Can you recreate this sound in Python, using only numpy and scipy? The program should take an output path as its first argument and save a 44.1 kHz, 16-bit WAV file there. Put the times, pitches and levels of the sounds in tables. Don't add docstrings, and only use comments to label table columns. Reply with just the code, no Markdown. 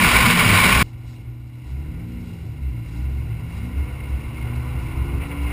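import sys
import numpy as np
from scipy import signal
from scipy.fft import rfft, irfft
from scipy.io import wavfile

SR = 44100
rng = np.random.default_rng(int(sys.argv[2]) if len(sys.argv) > 2 else 0)


def dump_mix(stems):
    frames = np.atleast_2d(stems).T
    limited = np.clip(frames, -1, 1)
    pcm = np.round(limited * 32767).astype(np.int16)
    wavfile.write(sys.argv[1], SR, pcm)


N = 243431

CUT_S = .8275

# pitch_hz, level_db (per Hz)
WIND = [(240, -34), (400, -10), (748, -11), (1050, -6), (1660, -7), (2190, -3.5), (5190, -18),
        (5800, -20.5), (7540, -38), (12800, -120)]
# pitch_hz, level_db (per Hz)
STREET = [(240, -1), (400, 1), (640, -3), (1010, -4.5), (1660, -11), (2170, 1.5), (3170, -5), (5800, -36.5),
          (7540, -61), (12800, -120)]
# pitch_hz, level_db (per Hz)
BUFFET = [(12, -36), (20, 6.5), (54, -3.5), (125, -1), (231, -1.5), (290, -8), (600, -24.5), (780, -20),
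          (1320, -120)]
# pitch_hz, level_db (per Hz)
ROAD = [(12, -47), (20, -0.5), (114, -0.5), (141, -13.5), (192, -17.5), (312, -20), (365, -21),
        (600, -35.5), (780, -30), (1320, -120)]
# time_s, level_db
AIR_RUSH = [(0.84, -56), (1.14, -54.5), (1.4, -57.5), (1.88, -49.5), (2.57, -52), (2.95, -48),
            (4.17, -42.5), (4.3, -44), (4.4, -41), (5.15, -41), (5.52, -38)]
# centre_s, change_db, length_s (centre to 1/e)
GUSTS = [(0, 0.5, 0.021), (0.136, 1.5, 0.034), (0.346, -2, 0.035), (0.443, 1, .04), (5.241, 6, 0.032),
         (5.28, -8, 0.0079), (5.323, 5.5, 0.011), (5.52, 3.5, .04)]
CRUISE_RUSH_DB, CRUISE_BUFFET_DB, CRUISE_SHAKE_DB = -17, -18.5, -30

STANDING_DB = -54
RUMBLE_DB, RUMBLE_FOLLOWS = -37, 0.45
SHAKE_DB, SHAKE_FOLLOWS = -40, 0.78
BAY_DB, BAY_FOLLOWS = -59, 0.62

CRUISE_HZ, CRUISE_LOAD_DB = 177.15, 6
TAIL_FIRING_DB = 9.5
# time_s, pitch_hz, load_db
ENGINE = [(.82, 119, -18), (1.5, 120.1, -24), (1.65, 124.1, -12), (1.78, 138, 0.5), (1.95, 161.7, 0),
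          (2.1, 178, 0.5), (2.2, 177.6, 2.5), (2.35, 170, -4), (2.55, 143, -7.5), (2.68, 127, 2.5),
          (2.88, 107, 2.5), (2.97, 117, 9), (3.05, 132, 1), (3.2, 137, 1), (3.33, 156, -0.5),
          (3.5, 165, -2.5), (3.75, 188.7, 0.5), (4.1, 215, -2.5), (4.42, 236, -7), (4.76, 251.4, -0.5),
          (5.1, 273, 6.5), (5.52, 292.7, -8)]
# order (cycles per turn), panel_db, body_db (into the body modes), follows (share of load)
ORDERS = [(1.5, -53, -31, 0.84), (2, -42, -28.5, 0.63), (2.5, -62, -36, 0.66), (3, -40, -20.5, 0.94),
          (4, -51, -33, 0.5), (4.5, -66, -35, 1), (5, -60, -42, 1.3), (6, -36, -38, 0.11),
          (7.5, -46.5, -59, 0.91), (8, -53, -33, 0.24), (9, -45, -48, 0.86), (10.5, -53.5, -41.5, 0.17),
          (12, -54.5, -42.5, 0.26), (14, -50.5, -49.5, 0.24), (15, -52, -58, 1.2), (17, -60, -53, 0.66),
          (18, -61, -52, 0.45), (19, -58, -58, 0.42)]
# pitch_hz, level_db
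PANEL = [(20, -12), (45, -7), (88, 0), (120, 2), (150, 0), (178, -0.5), (205, -11), (222, -8), (245, -7),
         (268, -4.5), (288, 2.5), (310, -0.5), (338, 1.5), (365, -9.5), (420, -7.5), (510, -5.5),
         (560, -15), (800, -62)]
# pitch_hz, width_hz, level_db
BODY = [(66, 9.5, -2), (119.94, 6.8, 1), (239.5, 20.2, -2.5), (312.6, 15, -8), (496.4, 37, -8)]
ROAD_SHAKE_HZ = 39.8
# centre_s, pitch_hz, level_db (rms), length_s (centre to 1/e)
BOOMS = [(.07, 238, -22, 0.042), (0.283, 237, -21, 0.055), (0.167, 60.5, -19, 0.068),
         (0.5, 102, -20, 0.052), (0.575, 98, -19.5, 0.061), (0.74, 60, -21, 0.075), (0.787, 101, -27, 0.02),
         (1.1, 75, -57, 0.11), (1.715, 118, -39, 0.044), (2.466, 113, -32, 0.09),
         (2.772, 116, -31.5, 0.076), (3.304, 112, -27.5, 0.18), (3.59, 103, -28.5, 0.053),
         (3.803, 71, -21.5, 0.06), (4.146, 65, -20, 0.044), (4.38, 66, -29.5, 0.14),
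         (4.624, 71, -28, 0.088), (4.83, 61, -28, 0.063), (5.09, 62, -26, 0.14), (5.22, 107, -33, 0.046),
         (5.414, 66, -20, 0.067)]

# start_s, level_db (at the peak), rise_ms (start to peak)
SLAPS = [(0.043, -16.5, 4.1), (0.1587, -15, 6.7), (0.298, -9.5, 3.6), (0.458, -15, 4.9), (0.5748, -7, 1.5),
         (0.602, -19, 3.7)]
# pitch_hz, level_db (per Hz)
THUD = [(500, -14), (2300, 0.5), (4500, -12)]

# time_s, pitch_hz, level_db
IDLE_TONE = [(.82, 340, -72), (.84, 323.6, -52.5), (1.5, 316.7, -54.5), (2.0, 302.3, -50),
             (2.4, 320.4, -62), (2.8, 318, -49), (3.2, 316.6, -72)]
# pitch_hz, level_db (per Hz)
BAY = [(400, -20), (800, 1), (2000, -12.5), (3000, 2.5), (4000, 1.5), (5000, -3.5), (6500, -10)]
# centre_s, change_db, length_s (centre to 1/e)
SWELLS = [(0.837, 8.5, 0.076), (1.114, 8, 0.083), (1.69, 5.5, 0.044), (2.333, 5, 0.17), (2.947, 5.5, 0.11),
          (3.567, 5.5, .08), (5.5, 0, .05)]
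# time_s, level_db
TYRES = [(.84, -68), (2.6, -76), (3.2, -62), (3.8, -57), (4.8, -47.5), (5.52, -46.5)]
# pitch_hz, level_db (per Hz)
TREAD = [(550, -26), (750, -1), (1100, 5.5), (1500, -8.5), (2000, -32)]
# time_s, pitch_hz, level_db
RISING_HUM = [(3.3, 116.4, -71), (3.6, 125.5, -44), (4.0, 137, -36), (4.5, 148, -40), (5.1, 160.8, -38),
              (5.52, 172, -37.5)]

# pitch_hz, width_hz, level_db
TAIL_MOUNT = [(1054, 146, 8), (1303, 58, -7), (1470, 220, 5.5), (1600, 95, -6), (2273, 220, 7.5),
              (2790, 270, 3.5), (3990, 160, 4), (4340, 470, -4.5), (4710, 170, 6.5), (5216, 100, 7)]
# pitch_hz, width_hz, level_db
NOSE_MOUNT = [(754, 30, 2.5), (997, 41, 7), (1260, 84, -3.5), (1437, 180, 8.5), (1655, 150, -3),
              (2138, 50, 7.5), (2450, 57, -10.5), (2790, 117, 6.5), (3145, 300, -10), (3580, 410, -7.5),
              (3994, 76, 4), (4360, 480, -8.5), (4620, 150, 0.5)]
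ALIAS_GUARD_HZ, CUTOFF_HZ = 5710, 15200


def from_db(db):
    return 10 ** (np.asarray(db) / 20)


def rms_one(x):
    return x / np.sqrt(np.mean(x ** 2) + 1e-20)


def in_time(rows):
    times_s, *columns = np.transpose(rows)
    return np.array([np.interp(np.arange(N) / SR, times_s, column) for column in columns])


def cut(cruise, street):
    return np.where(np.arange(N) / SR < CUT_S, cruise, street)


def at_hz(points, hz):
    point_hz, point_db = np.array(points).T
    return np.interp(np.log(hz), np.log(point_hz), point_db)


def bell(centre_s, length_s):
    return np.exp(-((np.arange(N) / SR - centre_s) / length_s) ** 2)


def drift(rate_hz):
    r = np.exp(-80 * np.pi * rate_hz / SR)
    noise = rng.standard_normal(N // 40 + 2002)
    slow = signal.lfilter([1], [1, -2 * r, r * r], noise)[2000:]
    return np.interp(np.arange(N) / 40, np.arange(len(slow)), rms_one(slow))


def turbulence(spectrum, gust_db, own_db, gust_hz):
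    hz = np.fft.rfftfreq(N, 1 / SR) + 1e-3
    coloured = rfft(rng.standard_normal(N)) * from_db(at_hz(spectrum, hz))
    coloured[(hz < spectrum[0][0]) | (hz > spectrum[-1][0])] = 0
    out = np.zeros(N)
    shared_gust_db = gust_db * drift(gust_hz)
    for centre_hz in 23 * 2. ** np.arange(9):
        octaves_away = np.clip(np.log2(hz / centre_hz), -1, 1)
        window = np.cos(np.pi / 2 * octaves_away) ** 2
        if np.any(window * np.abs(coloured) > 1e-9):
            band = irfft(coloured * window, N)
            out += band * from_db(shared_gust_db + own_db * drift(gust_hz))
    return rms_one(out)


def tone(hz, db, waver_db):
    phase = 2 * np.pi * (np.cumsum(hz) / SR + rng.random())
    return np.sqrt(2) * from_db(db + waver_db * drift(5)) * np.sin(phase)


def rush_growth_db():
    return in_time(AIR_RUSH)[0] - STANDING_DB


def body_power(hz):
    power = 0
    for mode_hz, width_hz, db in BODY:
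        distance = 2 * (hz - mode_hz) / width_hz
        power = power + (from_db(db) / (1 + distance ** 2)) ** 2
    return power


def air():
    gust_db = sum(db * bell(centre_s, length_s) for centre_s, db, length_s in GUSTS)
    wind = turbulence(WIND, gust_db=1.27, own_db=0.35, gust_hz=36.5)
    street = turbulence(STREET, gust_db=0.62, own_db=0.86, gust_hz=29.4)
    rush = cut(from_db(CRUISE_RUSH_DB + gust_db) * wind,
               from_db(in_time(AIR_RUSH)[0] + gust_db) * street)
    buffet = turbulence(BUFFET, gust_db=1.5, own_db=2.5, gust_hz=13.0)
    road = turbulence(ROAD, gust_db=2.5, own_db=1.9, gust_hz=5.7)
    rumble = cut(from_db(CRUISE_BUFFET_DB) * buffet,
                 from_db(RUMBLE_DB + RUMBLE_FOLLOWS * rush_growth_db()) * road)
    return rush + rumble


def engine():
    street_hz, street_load_db = in_time(ENGINE)
    wander = 1 + cut(.012, .003) * drift(8)
    crank_hz = cut(CRUISE_HZ, street_hz) / 6 * wander
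    load_db = cut(CRUISE_LOAD_DB, street_load_db)
    out = np.zeros(N)
    for order, panel_db, body_db, follows in ORDERS:
        hz = order * crank_hz
        panel_gain = from_db(panel_db + at_hz(PANEL, hz))
        body_gain_squared = from_db(body_db) ** 2 * body_power(hz)
        gain = np.sqrt(panel_gain ** 2 + body_gain_squared)
        firing_db = cut(TAIL_FIRING_DB * (order == 6), 0)
        out += gain * tone(hz, follows * load_db + firing_db, waver_db=cut(3.5, .8))
    return out


def body():
    noise_hz = np.fft.rfftfreq(N, 1 / SR)
    ringing = np.sqrt(body_power(noise_hz)) / (1 + (noise_hz / ROAD_SHAKE_HZ) ** 2)
    shaking = rms_one(irfft(rfft(rng.standard_normal(N)) * ringing, N))
    out = shaking * from_db(cut(CRUISE_SHAKE_DB, SHAKE_DB + SHAKE_FOLLOWS * rush_growth_db()))
    for centre_s, hz, db, length_s in BOOMS:
        wave = np.sin(2 * np.pi * (hz * np.arange(N) / SR + rng.random()))
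        out += np.sqrt(2) * from_db(db) * bell(centre_s, length_s) * wave
    return out


def slaps():
    t = np.arange(N) / SR
    shape = np.zeros(N)
    for start_s, db, rise_ms in SLAPS:
        from_peak = 1000 * (t - start_s) / rise_ms - 1
        shape += from_db(db) * np.exp(-4 * from_peak ** 2)
    return shape * turbulence(THUD, gust_db=1, own_db=2.5, gust_hz=30)


def idle_tone():
    return tone(*in_time(IDLE_TONE), waver_db=0.0)


def engine_bay():
    swell_db = sum(db * bell(centre_s, length_s) for centre_s, db, length_s in SWELLS)
    level_db = BAY_DB + BAY_FOLLOWS * rush_growth_db() + swell_db
    return cut(0, from_db(level_db) * turbulence(BAY, gust_db=0.3, own_db=1.7, gust_hz=40))


def tyres():
    roar = turbulence(TREAD, gust_db=-1.0, own_db=-0.3, gust_hz=25)
    return cut(0, from_db(in_time(TYRES)[0]) * roar)


def rising_hum():
    return tone(*in_time(RISING_HUM), waver_db=-1.0)


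def housing(x, modes):
    for hz, width_hz, db in modes:
        a = from_db(db / 2)
        w = 2 * np.pi * hz / SR
        q = np.pi * width_hz / SR
        top = [1 + q * a, -2 * np.cos(w), 1 - q * a]
        bottom = [1 + q / a, -2 * np.cos(w), 1 - q / a]
        x = signal.lfilter(top, bottom, x)
    return x


def scene():
    outside = air() + engine() + body() + slaps() + idle_tone() + engine_bay() + tyres() + rising_hum()
    on_tail = housing(outside, TAIL_MOUNT)
    on_nose = housing(cut(0, outside), NOSE_MOUNT)
    return cut(on_tail, on_nose)[None]


def record(dry):
    alias_guard = signal.cheby1(6, 1, ALIAS_GUARD_HZ, fs=SR, output="sos")
    x = signal.sosfilt(alias_guard, dry[0])
    bass_cut = signal.butter(3, 36, "high", fs=SR, output="sos")
    x = signal.sosfilt(bass_cut, x)
    sampled = signal.resample_poly(x, 40, 147)
    held = np.repeat(sampled, 8)
    x = signal.resample_poly(held, 147, 320)[:N]
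    x = 1.5 * np.tanh(x / 1.5)
    top_cut = signal.ellip(12, .5, 70, CUTOFF_HZ, fs=SR, output="sos")
    return signal.sosfilt(top_cut, x)[None]


dry = scene()
out = record(dry)
dump_mix(out)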